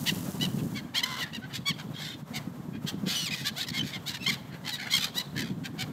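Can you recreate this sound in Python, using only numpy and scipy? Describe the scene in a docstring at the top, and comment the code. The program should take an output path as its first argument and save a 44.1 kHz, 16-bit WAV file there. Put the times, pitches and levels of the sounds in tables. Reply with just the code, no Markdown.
"""Gulls cry close by as a flock wheels over a lake, and a gusty breeze buffets a small microphone.
Each cry follows the source-filter principle: an arched train of syrinx pulses, clear or rasping and
often chopped by a fast trill, rings in the windpipe and beak. A few cries flip up into high screams.
The wind is turbulence at the microphone port, rumbling in gusts and thumping in single eddies.
Behind lie farther gulls, a faint echo from the bank, a soft wash and, early on, a hiss and a few ticks."""
import sys
import numpy as np
from scipy import signal
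from scipy.fft import rfft, irfft
from scipy.io import wavfile
from scipy.ndimage import map_coordinates

SR = 44100
rng = np.random.default_rng(int(sys.argv[2]) if len(sys.argv) > 2 else 0)


def transcribe(u):
    """Save the signal u as a 16-bit wav file named by the first command-line argument.

    u: samples, shape (n,) or (channels, n), limited to [-1, 1]; the rate is SR.
    q: integer samples, one column per channel.
    """
    v = np.clip(np.atleast_2d(u).T, -1, 1)
    q = np.round(v * 32767).astype(np.int16)
    wavfile.write(sys.argv[1], SR, q)


N = 261411


def gain_of(db):
    """Amplitude ratio: a factor of ten for every 20 dB."""
    return 10 ** (np.asarray(db) / 20)


def unit_rms(x):
    """Normalisation to an rms of one."""
    return x / np.sqrt(np.mean(x ** 2) + 1e-20)


def value_at(points, hz):
    """Interpolation on a log-frequency axis."""
    frequencies, values = np.transpose(points)
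    return np.interp(np.log(hz + 1), np.log(frequencies + 1), values)


def add(mix, start_s, sound):
    """Superposition: a sound joins the mix at its start time."""
    part = mix[max(round(start_s * SR), 0):][:len(sound)]
    part += sound[:len(part)]


def noise(spectrum):
    """Spectral shaping: white noise takes on a colour, at unit rms."""
    gains = gain_of(value_at(spectrum, np.fft.rfftfreq(N, 1 / SR)))
    return unit_rms(irfft(rfft(rng.standard_normal(N)) * gains, N))


def wander(length, rate_hz):
    """Random modulation: a continuous drift of about unit size."""
    steps = rng.standard_normal(4096)
    return np.interp(np.arange(length) * rate_hz / SR, np.arange(len(steps)), steps)


def hold(start, length, rise_s, fall_s):
    """An envelope of linear attack, sustain and exponential decay."""
    t = np.arange(N) / SR - start
    return np.clip(t / rise_s, 0, 1) * np.exp(-np.maximum(t - length, 0) / fall_s)


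def resonate(x, hz, width_hz):
    """A damped resonance of unit gain whose centre follows the curve hz."""
    carrier = np.exp(2j * np.pi * np.cumsum(hz) / SR)
    pole = np.exp(-np.pi * width_hz / SR)
    return 2 * (carrier * signal.lfilter([1 - pole], [1, -pole], x / carrier)).real


# The spectrum of the wash. Each row: frequency in Hz, relative level in dB.
WASH_SPECTRUM = [(250, -36), (420, 3.5), (600, 4), (1050, 3), (1600, -3.5), (2500, -11.5), (3600, -12),
                 (5000, -16), (7500, -15), (10000, -22), (12500, -15), (15500, -20)]


def lakeside_wash(level_db=-52.7):
    """Amplitude-modulated noise: the soft, wavering wash of the open lakeside."""
    return gain_of(level_db + 3.7 * wander(N, 25)) * noise(WASH_SPECTRUM)


# The spectrum of the hiss. Each row: frequency in Hz, relative level in dB.
HISS_SPECTRUM = [(500, 6), (1500, -9), (4000, 0), (7000, 4.5), (10000, 0), (12500, 3.5), (15500, 0.5)]


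def early_hiss(level_db=-42.5, fade_db_per_s=15):
    """Exponential decay: a bright, flickering hiss fades slowly, then dies quickly."""
    fading = gain_of(level_db - fade_db_per_s * np.arange(N) / SR + 2.2 * wander(N, 250))
    return fading * hold(0, length=.755, rise_s=1 / SR, fall_s=.063) * noise(HISS_SPECTRUM)


# Faint sharp ticks. Each row: start in seconds, initial level in dB.
TICK_EVENTS = [(0.148, -30), (0.208, -37), (0.319, -33)]


def ticks(decay_s=.00086):
    """Broadband transients: very short bursts of noise are heard as ticks."""
    out = np.zeros(N)
    t = np.arange(SR // 50) / SR
    for start, db in TICK_EVENTS:
        add(out, start, gain_of(db) * rng.standard_normal(len(t)) * np.exp(-t / decay_s))
    return out


# The spectrum of the turbulence. Each row: frequency in Hz, relative level in dB.
RUMBLE_SPECTRUM = [(20, -58), (40, -28), (70, -15), (100, -6.5), (140, 2), (190, -1), (250, -2.5),
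                   (330, -12), (450, -20.5), (700, -31), (1500, -86)]
# Gusts of wind. Each row: start in seconds, length in seconds, level in dB.
WIND_GUSTS = [(0, 0.81, -36), (1.295, 0.11, -46), (1.694, 0.13, -42), (2.353, 0.67, -40.5),
              (3.773, 0.089, -37), (5.327, 0.27, -36), (5.692, 0.29, -37.5)]


def turbulence(breeze_db=-42.5, lumps_db=3.7):
    """Turbulent pressure at the microphone: a lumpy rumble in which breeze and gusts add in power."""
    gusts = [gain_of(db) * hold(start, length, rise_s=.0052, fall_s=.045)
             for start, length, db in WIND_GUSTS]
    strength = np.sqrt(gain_of(breeze_db) ** 2 + np.sum(np.square(gusts), 0))
    return strength * unit_rms(noise(RUMBLE_SPECTRUM) * gain_of(lumps_db * wander(N, 60)))


# Single eddies that strike the microphone. Each row: start in seconds, relative peak level in dB.
EDDY_STRIKES = [(0.117, -20.5), (0.164, -27), (0.281, -24), (0.342, -24.5), (0.422, -22), (0.469, -21),
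                (0.57, -24.5), (0.613, -22.5), (0.643, -22), (0.724, -29.5), (2.471, -29), (2.683, -29),
                (2.843, -27.5), (2.939, -27.5), (3.03, -24), (3.066, -19.5), (4.279, -28), (5.155, -29),
                (5.501, -25.5)]


def eddies(thump_hz=184.4, puff_hz=289, puff_width_hz=176, rise_s=.0057):
    """Damped oscillation: each eddy thumps for a few cycles, with a softer puff of air."""
    out = np.zeros(N)
    t = np.arange(SR // 10) / SR
    swell = t / rise_s * np.exp(1 - t / rise_s)
    centre_hz = np.full(len(t), puff_hz)
    for (start, db), phase in zip(EDDY_STRIKES, rng.random(len(EDDY_STRIKES))):
        band = resonate(rng.standard_normal(len(t)), centre_hz, puff_width_hz)
        puff = unit_rms(resonate(band, centre_hz, puff_width_hz))
        thump = np.sin(2 * np.pi * (thump_hz * t + phase))
        add(out, start, gain_of(db - 3) * swell * (thump + gain_of(-9) * puff))
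    return out


def microphone_port(pressure, cutoff_hz=52):
    """High-pass filtering: the small port passes no deep bass."""
    return signal.lfilter(*signal.butter(2, cutoff_hz, "high", fs=SR), pressure)


# The decay of the echo. Each row: frequency in Hz, time to fall by 60 dB in seconds.
ECHO_DECAY = [(300, 0.094), (3000, 0.66), (8000, 0.39), (16000, 0.014)]


def bank_echo(x, returns_per_s=2000, path_drift_s=.00016):
    """Scattering from water, walls and trees: many decaying returns, blurred by shifting paths."""
    returns = rng.standard_normal(SR) * (rng.random(SR) < returns_per_s / SR)
    hz, t, spectra = signal.stft(returns, SR, nperseg=256)
    decay = gain_of(-60 * t / value_at(ECHO_DECAY, hz)[:, None])
    tail = signal.istft(spectra * decay, SR, nperseg=256)[1]
    echo = signal.fftconvolve(x, tail / np.linalg.norm(tail))[:N]
    return map_coordinates(echo, [np.arange(N) + path_drift_s * SR * wander(N, 220)])


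def side_paths(x, depth, count=4):
    """Comb filtering: short side paths make peaks and notches that shift as the bird flies."""
    n = np.arange(len(x))
    delays = [s * SR * (1 + .035 * wander(len(x), 30)) for s in rng.uniform(.0004, .0025, count)]
    return x + depth * sum((-1) ** k * map_coordinates(x, [n - d]) for k, d in enumerate(delays))


# The response of windpipe and beak. Each row: frequency in Hz, relative gain in dB.
THROAT_RESPONSE = [(410, -83), (700, -5.5), (1090, -15.5), (1250, -9), (1630, -1), (2160, -4.5),
                   (2590, -8.5), (3230, -4), (3540, -5), (4240, -3.5), (5220, -12), (7500, -17),
                   (9850, -28.5), (12900, -23), (15500, -32)]


def throat(x, brightness_db, size=1024):
    """Minimum-phase filtering by windpipe and beak; a gull facing the microphone sounds brighter."""
    hz = abs(np.fft.fftfreq(size, 1 / SR))
    octaves_up = np.log2(np.maximum(hz, 1000) / 1000)
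    db = np.maximum(value_at(THROAT_RESPONSE, hz), -50) + brightness_db * octaves_up
    log_response = np.conj(signal.hilbert(np.log(gain_of(db))))
    ring = np.fft.ifft(np.exp(log_response)).real
    return signal.fftconvolve(x, ring)[:len(x)]


def syrinx(hz, rough, jitter=.2, shimmer=.45, doubling=.054):
    """A pulse source, one pulse a cycle; roughness adds jitter, shimmer, period doubling and breath."""
    late, uneven, air = rng.standard_normal((3, 16384))
    cycles = np.cumsum(hz) / SR
    k = np.arange(1, int(cycles[-1]) + 1)
    onsets = np.interp(k, cycles, np.arange(len(hz)))
    pulse_rough = rough[onsets.astype(int)]
    shake = .005 + jitter * pulse_rough ** 2  # even a clear cry has blurred top overtones
    onsets += shake * late[k] * SR / hz.mean()
    height = (1 + shimmer * pulse_rough * uneven[k]) * (1 + doubling * pulse_rough * (-1) ** k)
    nearby = onsets.astype(int)[:, None] + np.arange(-8, 9)
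    shapes = height[:, None] * np.sinc(nearby - onsets[:, None])
    pulses = np.zeros(len(hz))
    np.add.at(pulses, np.clip(nearby, 0, len(hz) - 1), shapes)
    puffs = unit_rms(air[:len(hz)] * (1 + np.exp(-(cycles % 1) / .18)))
    return unit_rms(pulses) + (.04 + .6 * rough) * puffs


def cry(crest, length, db, pitch_hz, climb, fall, rough_start, rough_end,
        trill, trill_hz, brightness_db, beak_hz, beak_db):
    """Source and filter: pitch and beak glide together as effort swells; a trill chops the voice."""
    start = crest - .46 * length
    t = np.arange(start, start + length, 1 / SR)
    n = len(t)
    arch = np.interp(t, [start, crest, start + length], [-1, 0, 1])
    beats = trill_hz * (t - crest) + .3 * arch * wander(n, 60)
    gap = np.clip(trill * (1 + .3 * wander(n, 70)), 0, .97) * np.sin(np.pi * beats) ** 4
    taper = min(np.sqrt(.135 / length), 1.5)  # longer cries have flatter tops
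    swell = (np.cos(np.pi * arch / 2) + 1e-9) ** taper
    effort = swell * (1 - gap) * gain_of(1.2 * wander(n, 140))
    rough = np.interp(arch, [-1, 1], [rough_start, rough_end])
    rough = np.clip(rough + .16 * arch ** 4, 0, 1)  # rougher at both ends
    bend = 2.4 if climb * fall > 0 else 1  # a cry that only rises or only falls slides straight
    glide = 1 - np.where(arch < 0, climb, fall) * abs(arch) ** bend
    waver = (.0034 + .0441 * rough) * wander(n, 246.1)
    drift = 1 + .055 * rough ** 1.577 * wander(n, 54.63)
    hz = pitch_hz * glide * (1 - .0733 * gap + waver) * drift  # pitch sags between beats
    voice = throat(syrinx(hz, rough), brightness_db)
    voice = side_paths(voice, depth=.1 + .45 * rough.mean())
    beak_drift = 1 + .21 * rough ** 2 * wander(n, 71.5)
    beak = resonate(voice, beak_hz * glide * beak_drift, width_hz=270)
    voice = unit_rms(voice + (gain_of(beak_db) - 1) * beak)
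    # A softly driven syrinx closes gently, so the cry is dull at its edges and between beats.
    mellow = signal.filtfilt(*signal.butter(2, 4600, fs=SR), voice)
    sharpness = np.clip(effort, 0, 1) ** .63
    return start, gain_of(db) * effort * (sharpness * voice + (1 - sharpness) * mellow)


def far_gulls(cries_per_s=5, level_db=-60):
    """Attenuation with distance: the rest of the flock is faint and dull, crying hoarsely at random."""
    out = np.zeros(N)
    for when, length, pitch, beak, loud in rng.random((int(cries_per_s * N / SR), 5)):
        add(out, *cry(when * N / SR, length=.067 + .11 * length, db=level_db + 4 * (loud - .5),
                      pitch_hz=750 + 400 * pitch, climb=.149, fall=.333,
                      rough_start=.57, rough_end=.62, trill=.516, trill_hz=74,
                      brightness_db=-6.5, beak_hz=1700 + 2000 * beak, beak_db=5))
    return out


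# High screams. Each row: brightness in dB per octave, then a list of points.
# Each point: time in seconds, pitch in Hz, level in dB, how far the voice breaks from 0 to 1.
SCREAM_CONTOURS = [ (10, [(3.135, 2930, -46, .3), (3.178, 3010, -27.5, .1), (3.22, 2970, -39, .4),
                   (3.25, 2890, -34, .3), (3.27, 2420, -32.5, .7), (3.295, 2150, -42, 1)]),
                   (3, [(3.305, 2364, -39, 0.7), (3.325, 2553, -34, 0.5), (3.345, 2470, -31, 0.3),
                   (3.355, 2400, -48, 0.5)]), (-3, [(3.785, 3250, -40, 0.5), (3.795, 3140, -29.5, 0),
                   (3.803, 2980, -36, .02), (3.819, 3140, -32.5, 0.24), (3.83, 2870, -58, .3)]),
                   (1, [(4.195, 2600, -52, 0.3), (4.213, 2650, -47, .2), (4.228, 2710, -39.5, 0),
                   (4.243, 2590, -48, 0.4), (4.262, 2560, -39, .6)])]


def screams(break_hz=99, flutter_db=4.5, breathiness=.29):
    """Nonlinear vibration: a hoarse whistle breaks into chopped steps and gains a half-order tone."""
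    out = np.zeros(N)
    for brightness_db, contour in SCREAM_CONTOURS:
        when, pitch, level, breaking = np.transpose(contour)
        t = np.arange(when[0], when[-1], 1 / SR)
        n = len(t)
        broken = np.clip(np.interp(t, when, breaking), 0, 1)
        beats = break_hz * (t - t[-1])
        stepped_time = t + broken * (np.floor(beats) + .5 - beats) / break_hz
        rasp = (.11 + .3 * broken) * wander(n, 2200)
        hz = np.interp(stepped_time, when, pitch) * (1 + (.008 + .03 * broken) * wander(n, 260))
        phase = 2 * np.pi * np.cumsum(hz) / SR + rasp
        tones = sum(np.cos(k * phase) / k for k in range(1, 4)) + .6 * broken * np.cos(1.5 * phase)
        source = unit_rms(tones) + breathiness * rng.standard_normal(n)
        voice = unit_rms(throat(source, brightness_db))
        effort = signal.windows.tukey(n, .1) * (1 - .8 * broken * np.cos(np.pi * beats) ** 4)
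        db = np.interp(t, when, level) + flutter_db * wander(n, 145)
        add(out, when[0], effort * gain_of(db) * voice)
    return out


# Close cries, or loud beats within a cry. Each row: crest time in seconds, length in seconds,
# level in dB, pitch in Hz, climb before the crest and fall after it as shares of the pitch (negative
# for the other way), roughness at the start and at the end from 0 to 1, trill depth from 0 to 1,
# trill rate in Hz, brightness in dB per octave, beak resonance in Hz, its boost in dB.
NEAR_CRIES = [ (.08, 0.059, -25.5, 993, 0.17, -0.0044, 0.64, 0.37, 0.0083, 85, 4.5, 2810, 13),
              (.096, 0.019, -24.5, 949, -.03, 0.12, .02, .02, 0, 85, 1.5, 2880, 11),
              (.108, 0.032, -35, 789, -0.13, 0.11, 0.42, 0.37, 0.24, 85, 7, 1550, 4.4),
              (.432, .085, -27.5, 1010, .25, .25, .15, .35, .8, 88, 3.5, 3050, 8),
              (.595, .054, -47.5, 773, .14, 0.079, 0.62, 0.42, 0.055, 76, 1.5, 2600, 13),
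              (.775, 0.074, -36.5, 1126, 0.039, .38, 0.44, 0.51, 0.24, 76, 0.5, 2090, 3.4),
              (.97, 0.072, -24.5, 1093, .25, -0.022, 0.61, .02, 0.083, 87, 0.5, 3240, 6.5),
              (.982, .014, -26, 1070, 0.05, 0.15, .05, .05, 0, 87, 4, 3220, 9.3),
              (.994, 0.049, -28, 1025, -0.076, 0.2, .02, 0.45, 0.65, 87, 2, 3090, 6),
              (1.039, .021, -23.5, 1030, .1, .17, .1, .14, 0, 76, 1.5, 3080, 4),
              (1.061, 0.033, -38.5, 748, -0.19, 0.17, 0.65, .55, 0.25, 76, 4, 1480, 14),
              (1.117, 0.25, -36, 1052, 0.14, 0.0072, 0.3, 0.51, 0.4, 76, 3, 1090, 21.4),
              (1.206, 0.082, -33.5, 1078, 0.049, -0.041, 0.32, 0.8, 0.37, 76, 6.5, 3180, 18),
              (1.23, 0.047, -29.5, 975, 0.0098, 0.3, 0.34, 0.44, 0.23, 85, 0.5, 1770, 3.5),
              (1.265, .09, -42, 830, -.1, .16, .75, .8, .75, 72, -3, 1650, 10),
              (1.352, 0.066, -33.5, 980, 0.16, 0.35, 0.21, .25, 0.57, 70, 1, 2870, 9.1),
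              (1.443, 0.073, -44, 776, .14, 0.41, 0.24, 0.56, 0.28, 76, -5, 1530, 6.2),
              (1.513, 0.053, -48, 895, 0.23, 0.19, 0.64, 0.59, 0, 76, -5, 2700, 5.5),
              (1.556, 0.078, -35, 1055, .13, 0.099, 0.45, 0.57, 0.43, 76, 3, 3430, 4.7),
              (1.686, .074, -23.5, 1135, .05, .32, .08, .2, .2, 76, .5, 3380, 8),
              (1.801, 0.058, -41, 806, 0.15, 0.37, 0.52, 0.51, 0.42, 76, 0, 3500, 6),
              (2.041, .24, -39, 1089, 0.065, .16, 0.7, 0.76, 0.056, 76, 2.5, 3400, 8.9),
              (2.362, 0.074, -35, 747, .09, .36, 0.43, .5, 0.15, 76, 3.5, 2220, 6.8),
              (2.755, .07, -49, 830, .12, .15, .35, .4, .2, 76, -4, 2500, 14),
              (2.885, 0.063, -33.5, 642, 0.16, 0.084, 0.42, 0.54, 0.013, 76, 4.5, 3200, 5),
              (3.113, 0.13, -31, 1091, 0.22, 0.17, 0.83, 0.62, 0, 76, 3.5, 3580, 4.7),
              (3.195, .2, -35, 1115, .06, .12, .6, .65, .3, 76, 3.5, 4200, 8),
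              (3.277, .04, -34, 1190, -.08, .14, .2, .3, .7, 90, .5, 3560, 8),
              (3.348, 0.019, -33, 1220, 0.09, 0.3, 0.37, 0.34, 0.3, 76, 3, 3160, 15),
              (3.366, 0.22, -39, 1001, -0.074, 0.25, 0.57, 0.57, 0.091, 76, 3.5, 2040, 3.8),
              (3.471, .072, -28, 590, .2, .18, .25, .3, .3, 76, 3, 3540, 6),
              (3.585, 0.077, -34, 740, 0.19, -0.16, 0.083, 0.45, 0.21, 76, 4, 3600, 3.6),
              (3.619, 0.079, -31, 1119, 0.15, 0.22, 0.57, 0.7, 0.25, 76, 3, 3500, 12),
              (3.69, 0.068, -33.5, 990, -0.0035, 0.22, .25, 0.56, 0.67, 70, 4.5, 4950, 11),
              (3.757, 0.097, -34, 1080, 0.11, -0.012, 0.71, 0.26, 0.022, 76, 1, 2200, 5.3),
              (3.782, 0.064, -32, 1090, 0.11, 0.17, 0.88, 0.54, 0.23, 76, 2.5, 3860, 9.6),
              (3.835, 0.037, -44.5, 970, -0.11, 0.12, .6, 0.71, 0, 76, 0.5, 2090, 6.8),
              (3.881, 0.12, -40, 1056, 0.14, 0.11, 0.83, 0.89, 0.29, 76, 4, 4300, 3.1),
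              (3.949, 0.074, -36.5, 1095, 0.13, 0.27, 0.54, 0.57, 0.14, 76, -1, 3300, 8.1),
              (4.084, 0.07, -32.5, 776, 0.18, -.06, .03, 0.66, 0.22, 76, 4.5, 3940, 7.8),
              (4.107, 0.066, -37, 954, -0.087, 0.037, 0.62, 0.64, 0.37, 76, 3, 1880, 3.5),
              (4.145, 0.038, -36, 994, 0.15, .1, 0.49, .3, 0.03, 76, 1, 2000, 3.7),
              (4.159, 0.053, -35.5, 977, 0.1, 0.5, .3, 0.48, 1, 76, 2.5, 2920, 4.8),
              (4.243, 0.067, -42, 1282, 0.15, 0.17, 0.42, 0.44, 0.32, 76, 3, 3900, 4.7),
              (4.269, 0.021, -23, 1058, 0.086, 0.068, 0.37, 0.2, 0, 90, 0, 3150, 9.6),
              (4.281, 0.017, -24, 1059, 0.041, -0.05, .1, 0.17, 0.23, 90, -0.5, 3180, 5),
              (4.292, 0.019, -26, 1150, -0.0056, -0.014, .15, .15, 0, 90, 1.5, 2280, 4),
              (4.301, 0.023, -24, 1067, -0.0032, 0.14, .1, 0.49, 0, 90, 0.5, 2110, 4.7),
              (4.33, 0.066, -31, 1182, .16, .3, 0.38, 0.48, 0.5, 90, 2, 3630, 4.1),
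              (4.543, 0.07, -47, 668, 0.14, 0.36, 0.644, 0.68, 0, 76, -4.5, 2000, 5.4),
              (4.664, 0.061, -35, 1054, .13, 0.065, .35, 0.47, 0.82, 76, -0.5, 3100, 2),
              (4.694, .066, -32.5, 866, .09, .24, .4, .5, .7, 72, 3, 2460, 6),
              (4.737, 0.066, -32, 965, -0.067, 0.0078, .2, 0.19, 0, 76, 4, 3840, 8.4),
              (4.757, 0.053, -38.5, 1105, 0.097, 0.48, 0.51, 0.65, 0.34, 76, 1.5, 4000, 6.6),
              (4.817, .1, -35, 778, .1, -.12, .55, .65, .58, 66, 1, 2120, 8),
              (4.873, .07, -38, 756, .1, -.08, .55, .6, .5, 72, -1.5, 2300, 8),
              (4.926, 0.075, -29, 1016, 0.13, 0.29, 0.43, 0.38, 0.29, 72, 3.5, 3980, 10),
              (4.941, 0.024, -21.5, 1100, 0.066, 0.1, 0.09, .1, 0, 75, 0, 3340, 7.6),
              (4.954, 0.084, -23.5, 1098, 0.11, 0.44, 0.082, 0.18, 0.81, 75, 3, 3370, 4.1),
              (4.998, 0.21, -32.5, 1157, 0.018, 0.2, 0.73, 0.71, 0.45, 70, 3, 3540, 7.8),
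              (5.033, 0.015, -28, 1237, 0.11, .04, 0.28, 0.24, 0, 88, 0, 3740, 5.2),
              (5.045, 0.041, -26, 1262, 0.0074, .1, 0.2, 0.57, 0.63, 88, 3.5, 4180, 6.9),
              (5.168, 0.069, -34.5, 954, .2, -0.11, 0.27, 0.22, 0, 76, 5.5, 3940, 9),
              (5.185, 0.023, -26.5, 983, 0.073, -0.021, .04, .04, 0.15, 64, 6, 4080, 11),
              (5.201, 0.056, -32, 1011, -0.024, 0.14, 0.21, 0.44, 0.4, 64, 2, 4100, 4.6),
              (5.395, 0.099, -30.5, 1039, 0.23, 0.36, 0.69, 0.39, 0.78, 73, 2.5, 1880, 9),
              (5.461, 0.14, -44, 685, 0.062, 0.12, 0.54, 0.72, 0.64, 70, 1, 3400, 2.8),
              (5.657, 0.057, -36.5, 799, 0.082, 0.065, 0.53, 0.51, 0.42, 76, 1.5, 2250, 6.6),
              (5.81, 0.077, -31, 770, 0.16, 0.24, 0.33, 0.47, 0.33, 70, 2.5, 2330, 7.1)]


def near_gulls(reflection_db=-16):
    """Specular reflection: the water mirrors each close cry a few milliseconds later."""
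    out = np.zeros(N)
    delays_s = rng.uniform(.002, .008, len(NEAR_CRIES))
    for row, delay in zip(NEAR_CRIES, delays_s):
        start, voice = cry(*row)
        add(out, start, voice)
        add(out, start + delay, gain_of(reflection_db) * voice)
    return out


def scene():
    """Superposition of the gulls, their faint echo, the wind and the background."""
    gulls = near_gulls() + screams() + far_gulls()
    echo = gain_of(-22) * bank_echo(gulls)
    wind = microphone_port(turbulence() + eddies())
    background = lakeside_wash() + early_hiss() + ticks()
    return (gulls + echo + wind + background)[None]


def record(dry):
    """Band limiting: a steep low-pass filter removes the highest treble."""
    low_pass = signal.firwin(511, cutoff=15700, window=("kaiser", 9), fs=SR)
    return signal.oaconvolve(dry, low_pass[None], "same")


dry = scene()
out = record(dry)
transcribe(out)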